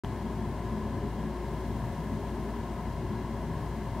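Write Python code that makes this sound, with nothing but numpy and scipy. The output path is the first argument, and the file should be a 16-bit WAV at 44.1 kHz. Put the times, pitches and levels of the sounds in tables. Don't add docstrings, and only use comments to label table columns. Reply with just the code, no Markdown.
import sys
import numpy as np
from scipy import signal
from scipy.fft import rfft, irfft
from scipy.io import wavfile

SR = 44100
rng = np.random.default_rng(int(sys.argv[2]) if len(sys.argv) > 2 else 0)


def output_pcm(signal):
    pcm = np.clip(np.atleast_2d(signal).T, -1, 1) * 32767
    wavfile.write(sys.argv[1], SR, np.round(pcm).astype(np.int16))


N = 176400

# (frequency [Hz], width [Hz], relative level [dB])
DUCT_RESONANCES = [(69, 8.1, -11.5), (95.8, 14, -1.4), (118.2, 9, -1.2), (133.2, 6.3, -1.5),
                   (161.1, 12.6, -1.0), (188.5, 5.4, -4), (214.5, 11.4, 0.5), (231.5, 9.4, -1.4),
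                   (261, 24, -8.5), (301, 28, -11), (355.5, 12.5, -6), (369.4, 44, -9), (411, 6.5, -8.5),
                   (455, 29, -17.5), (512, 22, -19), (561.2, 20.3, -12), (631, 30.6, -15), (707, 46, -15),
                   (798, 95, -21.5), (933, 82, -14.5), (1008, 39, -13), (1070.5, 46, -17),
                   (1265, 94, -28.5), (1513, 125, -29), (1659, 60, -25), (1752, 99, -28),
                   (2010, 181, -30.6), (2164, 43, -31), (2827, 105, -36.5), (3208, 240, -39),
                   (4015, 230, -43)]
# (frequency [Hz], relative level [dB])
AIR_RUSH = [(12, -33), (25, -30), (45, -13), (80, -12), (300, -23.5), (500, -40), (1200, -42),
            (2400, -38.5), (4800, -46.5), (9000, -56.5), (16000, -74)]
# (time [s], level change [dB])
BASS_SWELL = [(0.1, 4), (.2, -3), (.4, 1), (.6, 0.5), (.85, 0.5), (1.1, -0.4), (1.47, -2), (1.62, -0.2),
              (1.85, 4), (2.05, 1.7), (2.3, -2.3), (2.72, -1.2), (2.87, 0), (3.13, 1.3), (3.3, -2.5),
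              (3.6, 3.5), (3.78, -3.5), (4, 3.5)]
# (time [s], level change [dB])
BODY_SWELL = [(0.1, -1), (.38, 5), (.55, -3), (.72, 2), (1.08, -.3), (1.25, 1.3), (1.5, -4.5), (1.64, 2.5),
              (1.9, -3), (2.15, .8), (2.35, -0.5), (2.75, -1.5), (2.86, 3.3), (2.97, -5), (3.14, 4),
              (3.45, -3.5), (3.63, -1), (4, 0.5)]
# (time [s], level change [dB])
LOW_MID_SWELL = [(0.1, -1), (.5, 0), (.76, 2.1), (.9, 0.8), (1.03, 6), (1.15, -2.3), (1.67, 1.6),
                 (1.95, -3), (2.2, 1.3), (2.45, -.5), (2.95, -2.3), (3.17, 0.5), (3.37, -2.3), (3.58, 2),
                 (4, -4.2)]
# (frequency [Hz], level [dB], pitch wobble [Hz], level wobble [dB])
MOTOR_TONES = [(57.4, -40.0, .25, .7), (115, -55, .6, 2), (402, -52.5, .8, 2.5), (628, -64, 2, 3),
               (693, -61, 2, 3), (917, -62, 3, 3), (1148, -69.5, 1.5, 2), (1260, -70.5, 2.5, 3),
               (1378, -69.5, 1, 2), (1672, -70.5, 3, 3), (2013, -76, 3, 3), (6535, -88, 3, 1.5)]
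# (frequency [Hz], relative level [dB])
HISS_COLOUR = [(100, -24), (600, -12), (1200, -5.5), (2000, 0), (3200, -0.5), (5000, -0.5), (7000, -2.5),
               (10000, -4.5), (15500, -8)]
# (time [s], level [dB])
HISS_SWELL = [(0, -59.5), (1.35, -60), (1.6, -58.5), (1.92, -58.5), (2.2, -59), (2.8, -59.5), (3.4, -60),
              (3.65, -59), (4, -59.5)]
# (frequency [Hz], level [dB], time to fade by 60 dB [s])
TICK_TONES = [(735, -24, 0.0075), (3150, -35, 0.0092), (6000, -48, 0.0087)]

BASS_TOP_HZ, BODY_TOP_HZ, LOW_MID_TOP_HZ = 180, 280, 450
RUMBLE_DB, WOBBLE_RATE_HZ = -35, 3
HISS_BRIGHTENING, HISS_TREBLE_HZ = .6, 9000
START_S, TICK_S, TICK_RISE_S = .0358, .0467, .0003
TREBLE_LIMIT_HZ = 15760


def gain_of(db):
    return 10 ** (np.asarray(db) / 20)


def normalise(x):
    return x / np.sqrt(np.mean(x ** 2) + 1e-20)


def spectrum(points):
    hz, db = np.transpose(points)
    return np.interp(np.log(frequencies() + 1), np.log(hz + 1), db)


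def curve(points):
    return np.interp(np.arange(N) / SR, *np.transpose(points))


def frequencies():
    return np.fft.rfftfreq(N, 1 / SR)


def noise(colour):
    phases = np.exp(2j * np.pi * rng.random(len(colour)))
    return normalise(irfft(colour * phases, N))


def wobble(rate_hz):
    hz = frequencies()
    return noise((hz > 0) * np.exp(-(hz / rate_hz) ** 2))


def low_pass(x, top_hz):
    return irfft(rfft(x) / (1 + (frequencies() / top_hz) ** 16), N)


def air_rumble():
    hz = frequencies()
    power = gain_of(spectrum(AIR_RUSH)) ** 2
    for centre_hz, width_hz, db in DUCT_RESONANCES:
        distance = 1.3 * (hz - centre_hz) / width_hz
        power += (gain_of(db) / (1 + distance ** 2)) ** 2
    rest = noise(np.sqrt(power))
    swelling = np.zeros(N)
    bands = (BASS_TOP_HZ, BASS_SWELL), (BODY_TOP_HZ, BODY_SWELL), (LOW_MID_TOP_HZ, LOW_MID_SWELL)
    for top_hz, swell in bands:
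        band = low_pass(rest, top_hz)
        swelling += band * gain_of(curve(swell))
        rest -= band
    return gain_of(RUMBLE_DB) * (swelling + rest)


def motor_hum():
    hum = np.zeros(N)
    for hz, db, wobble_hz, wobble_db in MOTOR_TONES:
        pitch_hz = hz + wobble_hz * wobble(WOBBLE_RATE_HZ)
        cycles = rng.random() + np.cumsum(pitch_hz) / SR
        loudness = gain_of(wobble_db * wobble(WOBBLE_RATE_HZ))
        hum += gain_of(db) * normalise(np.sin(2 * np.pi * cycles) * loudness)
    return hum


def hiss():
    colour = gain_of(spectrum(HISS_COLOUR))
    level_db = curve(HISS_SWELL)
    treble_gain = gain_of(HISS_BRIGHTENING * (level_db - level_db.mean()))
    sides = np.array([noise(colour), noise(colour)])
    treble = sides - low_pass(sides, HISS_TREBLE_HZ)
    return gain_of(level_db) * (sides + (treble_gain - 1) * treble)


def tick():
    age_s = np.maximum(np.arange(N) / SR - TICK_S, 0)
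    ring = np.zeros(N)
    for hz, db, fade_s in TICK_TONES:
        ring += gain_of(db - 60 * age_s / fade_s) * np.sin(2 * np.pi * hz * age_s)
    return np.minimum(age_s / TICK_RISE_S, 1) * ring


def pan(left_db):
    gains = gain_of([[left_db / 2], [-left_db / 2]])
    return gains / gains.mean()


def scene():
    machine = air_rumble() + motor_hum() + tick()
    return pan(left_db=3.0) * machine + pan(left_db=2.5) * hiss()


def record(dry):
    switch_on = np.clip((np.arange(N) / SR - START_S) / .001, 0, 1)
    treble_cut = signal.firwin(1023, TREBLE_LIMIT_HZ, window=("kaiser", 9), fs=SR)
    return signal.oaconvolve(dry * switch_on, treble_cut[None], "same")


dry = scene()
out = record(dry)
output_pcm(out)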